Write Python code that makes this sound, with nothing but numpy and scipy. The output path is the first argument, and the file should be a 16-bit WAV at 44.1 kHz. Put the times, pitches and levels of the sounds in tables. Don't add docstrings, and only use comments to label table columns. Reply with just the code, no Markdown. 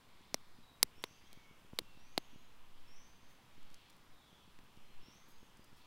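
import sys
import numpy as np
from scipy import signal
from scipy.fft import rfft, irfft
from scipy.io import wavfile
from scipy.ndimage import uniform_filter1d

SR = 44100
rng = np.random.default_rng(int(sys.argv[2]) if len(sys.argv) > 2 else 0)


def master(y):
    cut = np.clip(np.atleast_2d(y).T, -1, 1)
    pcm = np.round(cut * 32767)
    wavfile.write(sys.argv[1], SR, pcm.astype(np.int16))


def to_linear_factor(level_db):
    exponent = np.asarray(level_db, float) / 20
    return 10 ** exponent


N = 258426


def level(x, db):
    return x * to_linear_factor(db) / np.sqrt(np.mean(x ** 2))


def band(x, hz, width_hz):
    edges_hz = [max(hz - width_hz / 2, hz / 4), min(hz + width_hz / 2, 0.45 * SR)]
    return signal.sosfilt(signal.butter(1, edges_hz, "bandpass", fs=SR, output="sos"), x)


def add(out, start_s, x):
    i = int(start_s * SR)
    out[i:i + len(x)] += x[:N - i]


def fade(t, t60_s):
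    return (t >= 0) * np.exp(-np.log(1000) * np.maximum(t, 0) / t60_s)


def walk(rate_hz):
    hold = int(SR / rate_hz)
    steps = np.repeat(rng.standard_normal(N // hold + 1), hold)
    return 1.7 * uniform_filter1d(uniform_filter1d(steps, hold), hold)[:N]


def coloured(points):
    hz_all = np.fft.rfftfreq(N, 1 / SR)
    hz, db = np.transpose(points)
    gain = to_linear_factor(np.interp(np.log(hz_all + 1), np.log(hz), db))
    return rfft(rng.standard_normal(N)) * gain * (hz_all < 15800)


def swells(rows):
    t = np.arange(N) / SR
    return sum(height * np.exp(-((t - s) / half_s) ** 2) for s, half_s, height in rows)


# (frequency [Hz], density [dB per Hz])
HUSH_SPECTRUM = [(12, -20.5), (22, 3), (38, 2), (200, -0.5), (450, -7.5), (650, -9), (980, -4.5),
                 (1700, -10.5), (3300, -9), (4000, -14), (5000, -17), (6300, -21), (8000, -23),
                 (15600, -25.5)]
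# (middle [s], half length [s], swell [dB])
CHORUS_BOUTS = [
    (1.27, .2, 3),
    (2.0, 0.31, 0.5),
    (3.74, 0.22, 3),
    (4.41, .2, -1),
    (5.1, 0.11, 2.5),
    (5.86, 0.13, 1.5),
]


def hush():
    hz_all = np.fft.rfftfreq(N, 1 / SR)
    air = coloured(HUSH_SPECTRUM)
    swell_db = swells(CHORUS_BOUTS) - 0.8
    out = np.zeros(N)
    for octave in np.arange(4, 14.6, 0.5):
        share = np.cos(np.pi * np.clip(np.log2(hz_all + 1) - octave, -0.5, 0.5)) ** 2
        song = np.exp(-((octave - 11.6) / 0.78) ** 2)
        drift_db = (0.3 + 1.2 * song) * walk(9)
        out += irfft(air * share, N) * to_linear_factor(song * swell_db + drift_db)
    return level(out, -66)


# (frequency [Hz], density [dB per Hz])
SIDE_SPECTRUM = [(18, -37), (30, -0.5), (548, -4.5), (832, -7), (1440, -12), (2140, -9.5), (6240, -10),
                 (15600, -8.5)]


def side_trace(snap):
    hiss = level(irfft(coloured(SIDE_SPECTRUM), N), -86)
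    crack_trace = to_linear_factor(-20) * band(snap, 11000, 4990) + to_linear_factor(-34) * band(snap, 1200, 700)
    return hiss + np.roll(crack_trace, 9)


# (middle [s], half length [s], level [dB])
GUSTS = [
    (0.886, 0.47, -55),
    (1.35, 0.092, -56.5),
    (1.968, 0.3, -54.5),
    (2.748, .45, -47.5),
    (3.673, 0.081, -44),
    (4.053, 0.066, -50),
    (4.588, 0.072, -51),
    (4.93, 0.12, -47.5),
    (5.38, 0.31, -58),
]


def wind():
    low = signal.butter(3, 5.93, fs=SR, output="sos")
    pressure = level(signal.sosfilt(low, rng.standard_normal(N)), 0)
    lull_db = -68.5
    return pressure * (to_linear_factor(lull_db) + swells([(s, half_s, to_linear_factor(db)) for s, half_s, db in GUSTS]))


# (start [s], climb [s], start pitch [Hz], top pitch [Hz], level [dB])
RISING_CALLS = [
    (.96, 0.14, 5370, 6330, -70),
    (1.975, 0.16, 5570, 6590, -75),
    (2.19, 0.052, 6130, 6660, -72.5),
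    (2.30, .045, 5730, 6600, -74),
    (2.866, 0.16, 5350, 6260, -68.5),
    (5.019, .16, 5325, 6420, -69),
    (5.385, 0.026, 6100, 6450, -85),
]
# (start [s], end [s], start pitch [Hz], end pitch [Hz], level [dB])
FAR_WHISTLES = [(0.094, 0.245, 2260, 2180, -78), (.27, 0.503, 5460, 5190, -88),
                (0.538, .6, 4950, 4880, -78), (.6, 0.753, 3866, 3820, -71), (1.067, 1.221, 4630, 4900, -76),
                (1.069, 1.16, 2680, 2700, -72), (1.198, 1.414, 3260, 3130, -74.5),
                (1.298, 1.528, 2270, 2203, -68.5), (1.24, 1.32, 5700, 5720, -82),
                (1.8, 2.04, 2710, 2650, -71), (2.029, 2.143, 2365, 2490, -74.5),
                (1.948, 2.154, 4200, 4740, -79.5), (2.338, 2.572, 3960, 4010, -79.5),
                (2.99, 3.203, 4790, 4790, -81), (4.093, 4.468, 3930, 2880, -70),
                (4.8, 4.97, 4215, 4020, -76), (5.22, 5.345, 4790, 4870, -81),
                (5.56, 5.656, 4750, 4960, -77), (5.74, 5.798, 5480, 5300, -79)]


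def birds():
    out, t = np.zeros(N), np.arange(N) / SR
    buzz_hz, buzz_swing_hz, buzz_depth = 116, 90, 0.6
    open_s, sink_s, held_over_climb, held_db = 0.016, 0.028, 1.4, -14.5
    buzz = np.sin(2 * np.pi * np.cumsum(buzz_hz * (1 + 0.076 * walk(30))) / SR)
    grain = to_linear_factor(2.5 * walk(90))
    for start_s, climb_s, hz0, hz1, call_db in RISING_CALLS:
        knots_s = start_s + np.cumsum([0, open_s, climb_s, sink_s, held_over_climb * climb_s])
        knots_hz = [hz0, hz0, hz1, hz1, hz1]
        knots_db = call_db + np.array([-8, 0, -1.5, held_db, held_db + 5.5])
        rough = np.clip((t - knots_s[0]) / 0.1, 0, 1)
        pitch_hz = np.interp(t, knots_s, knots_hz) + rough * (buzz_swing_hz * buzz + 45 * walk(150))
        loudness = to_linear_factor(np.interp(t, knots_s, knots_db, left=-200, right=-200))
        out += loudness * (1 + buzz_depth * rough * buzz) * np.sin(2 * np.pi * np.cumsum(pitch_hz) / SR)
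    waver = walk(130)
    for start_s, end_s, hz0, hz1, db in FAR_WHISTLES:
        u = np.linspace(0, 1, int((end_s - start_s) * SR))
        flutter_hz = (22 + 0.12 * abs(hz1 - hz0)) * waver[int(start_s * SR):][:len(u)]
        pitch_hz = hz0 + (hz1 - hz0) * u + flutter_hz
        whistle = np.sin(2 * np.pi * np.cumsum(pitch_hz) / SR)
        add(out, start_s, to_linear_factor(db) * np.sin(np.pi * u) ** 0.5 * whistle)
    return out * grain


def trees(x):
    t = np.arange(SR) / SR
    tail = rng.standard_normal(SR) * fade(t, 0.5) * np.clip((t - 0.012) / 0.03, 0, 1)
    return signal.fftconvolve(x, tail / np.sqrt(np.sum(tail ** 2)))[:N]


# (time [s], peak [dB])
AIR_PUFFS = [(0.21, -57.5), (0.3274, -56.5), (0.5887, -53.5), (0.7184, -58.5), (0.8447, -49.5),
             (0.9815, -54.5), (1.1118, -57), (1.241, -58.5), (1.375, -52.5), (1.5123, -54.5),
             (1.649, -55), (1.735, -43), (1.818, -50.5), (1.975, -53), (2.3606, -50.5), (3.2313, -57.5),
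             (3.581, -57), (3.7146, -60), (4.33, -57), (4.4785, -58.5), (4.6354, -57), (4.775, -52),
             (4.9048, -61), (5.032, -57), (5.0859, -53), (5.158, -58.5), (5.287, -58), (5.43, -52.5),
             (5.5952, -52.5), (5.7303, -58)]
# (time [s], level [dB], pitch [Hz], t60 [s])
WOOD_THUDS = [
    (1.73, -60, 250, 0.0093),
    (1.7322, -42.5, 916, 0.0053),
    (1.799, -44, 326, 0.04),
    (2.191, -58, 330, .02),
    (2.331, -55, 260, 0.076),
    (4.59, -46.5, 284, 0.013),
    (5.083, -51.5, 230, 0.018),
]


def fire():
    out, t = np.zeros(N), np.arange(-256, 1792) / SR
    puff_s, puff_hz = 0.00058, 230
    push = np.exp(-0.5 * (t / puff_s) ** 2)
    push -= 0.084 * fade(np.abs(t), 0.026) * (1 - np.cos(2 * np.pi * puff_hz * t))
    for s, db in AIR_PUFFS:
        add(out, s + t[0], to_linear_factor(db + 3.5) * push)
    for s, db, hz, t60_s in WOOD_THUDS:
        add(out, s + t[0], -to_linear_factor(db) * 0.8 * fade(t, t60_s) * np.sin(2 * np.pi * hz * t))
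    return out


# (time [s], length [ms], level [dB], centre [Hz])
TWIG_RUSTLES = [(.215, 2.2, -67, 5050), (1.022, 21, -68, 9050), (1.758, 7.5, -70, 5000),
                (3.28, 85, -78, 10760), (3.629, 3.1, -64.5, 4000), (3.701, 3.3, -66, 3840),
                (3.710, 12, -71.5, 5970), (3.731, 4, -73, 9000), (3.7412, 0.93, -55, 12000),
                (3.743, 4.1, -57, 5960), (3.898, 5, -64, 5900), (3.904, 3.6, -67, 10000),
                (3.927, 3, -66, 4440), (3.965, 4.4, -69.5, 11100), (4.588, 3.6, -61.5, 1700),
                (4.632, 25, -80, 11800), (4.769, 2.3, -63, 4480), (5.13, 38, -80, 11100),
                (5.277, 53, -71.5, 12100), (5.571, 2.4, -62, 7300), (5.641, 9.4, -69.5, 7800),
                (5.76, 43, -74.5, 10000)]


def rustles():
    out = np.zeros(N)
    chance = rng.standard_normal((len(TWIG_RUSTLES), 2, 8192))
    for (s, length_ms, db, hz), (noise, lumps) in zip(TWIG_RUSTLES, chance):
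        u = np.arange(8192) / SR / (length_ms / 1000)
        lumps_db = 3 * uniform_filter1d(lumps, size=30) * np.sqrt(30)
        grit = band(noise * to_linear_factor(lumps_db), hz, min(0.8 * hz, 8040))
        add(out, s, level(grit, db) * np.clip(u / 0.2, 0, 1) * np.exp(-u ** 3))
    return out


# (time [s], ring [dB], ring pitch [Hz], ring length [ms], splinter [dB])
STICK_CRACKS = [
    (0.3433, -14, 5360, 0.38, -19),
    (0.8295, -4, 4730, 0.51, -2.5),
    (1.0392, -19, 3840, 0.66, -38.5),
    (1.33000, -42.5, 4000, .4, -39),
    (1.7884, -12.5, 4100, 0.66, -17.5),
    (2.1778, -11.5, 4180, 0.66, -27.5),
]
# (thump [dB], thump pitch [Hz], knock [dB], snap near 2 kHz [dB], wash [dB])
STICK_BODIES = [
    (-33.5, 266, -31.5, -26.5, -29.5),
    (-31.5, 420, -34, -18, -20.5),
    (-35, 422, -36.5, -29.5, -27),
    (-57, 340, -73, -58, -58.5),
    (-34.5, 470, -39.5, -28, -23.5),
    (-27, 306, -27, -27, -21.5),
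]
# (delay [ms], level [dB])
STONE_BOUNCES = [
    (1.0, -21),
    (2.4, -13.5),
]


def cracks():
    out, t = np.zeros(N), np.arange(2048) / SR
    chance = rng.standard_normal((len(STICK_CRACKS), 2, 2048))

    def sine(hz, delay_s=0, phase=0):
        return np.sin(2 * np.pi * hz * (t - delay_s) + phase)

    for crack, body, (burst, leaves) in zip(STICK_CRACKS, STICK_BODIES, chance):
        s, ring_db, ring_hz, ring_ms, splinter_db = crack
        thump_db, thump_hz, knock_db, snap_db, wash_db = body
        u = t / (ring_ms / 1000)
        ring = -to_linear_factor(ring_db) * np.tanh(0.5 * u / ring_ms ** 2) * np.exp(-u ** 3) * sine(ring_hz)
        splinter = band(band(burst * np.exp(-t / 0.00014), 10200, 6000), 9800, 6500)
        splinter *= to_linear_factor(splinter_db)
        splinter += 0.59 * np.roll(splinter, int(0.00028 * SR))
        direct = ring + splinter
        sharp = direct.copy()
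        dull = band(direct, 3200, 6000)
        for delay_ms, db in STONE_BOUNCES:
            lag = int(delay_ms * SR / 1000)
            sharp[lag:] += to_linear_factor(db) * dull[:-lag]
        bright = band(band(leaves, 10000, 7000), 10000, 7000)
        wash = band(leaves, ring_hz, 4055) + to_linear_factor(splinter_db - ring_db) * bright
        wash *= to_linear_factor(wash_db) * fade(t, 0.013) * np.tanh(u)
        late_s = 0.0008
        thump = -to_linear_factor(thump_db) * fade(t - late_s, 0.013) * sine(thump_hz, late_s)
        knock = -to_linear_factor(knock_db) * fade(t, 0.011) * sine(2.3 * thump_hz, phase=1.9) * np.tanh(t / 0.0001)
        snap = to_linear_factor(snap_db) * fade(t - 0.0003, 0.0058) * sine(2100, 0.0003)
        snap -= to_linear_factor(snap_db - 1) * fade(t, 0.0036) * sine(1150)
        add(out, s, sharp + wash + 1.54 * (thump + knock) + snap)
    return signal.sosfilt(signal.butter(2, 140, "highpass", fs=SR, output="sos"), out)


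def scene():
    snap, song = cracks(), birds()
    direct_db, echo_song_db, echo_crack_db = -3, -2, -47
    echo = trees(song * to_linear_factor(echo_song_db) + band(snap, 4200, 5600) * to_linear_factor(echo_crack_db))
    mid = hush() + wind() + song * to_linear_factor(direct_db) + echo + fire() + rustles() + snap
    side = side_trace(snap)
    return np.array([mid + side, mid - side])


def low_pass(x):
    return signal.sosfilt(signal.butter(12, 17130, fs=SR, output="sos"), x)


def record(dry):
    top = signal.ellip(8, 0.1, 70, 16400, fs=SR, output="sos")
    mix = signal.sosfilt(top, dry)
    return low_pass(mix)


dry = scene()
out = record(dry)
master(out)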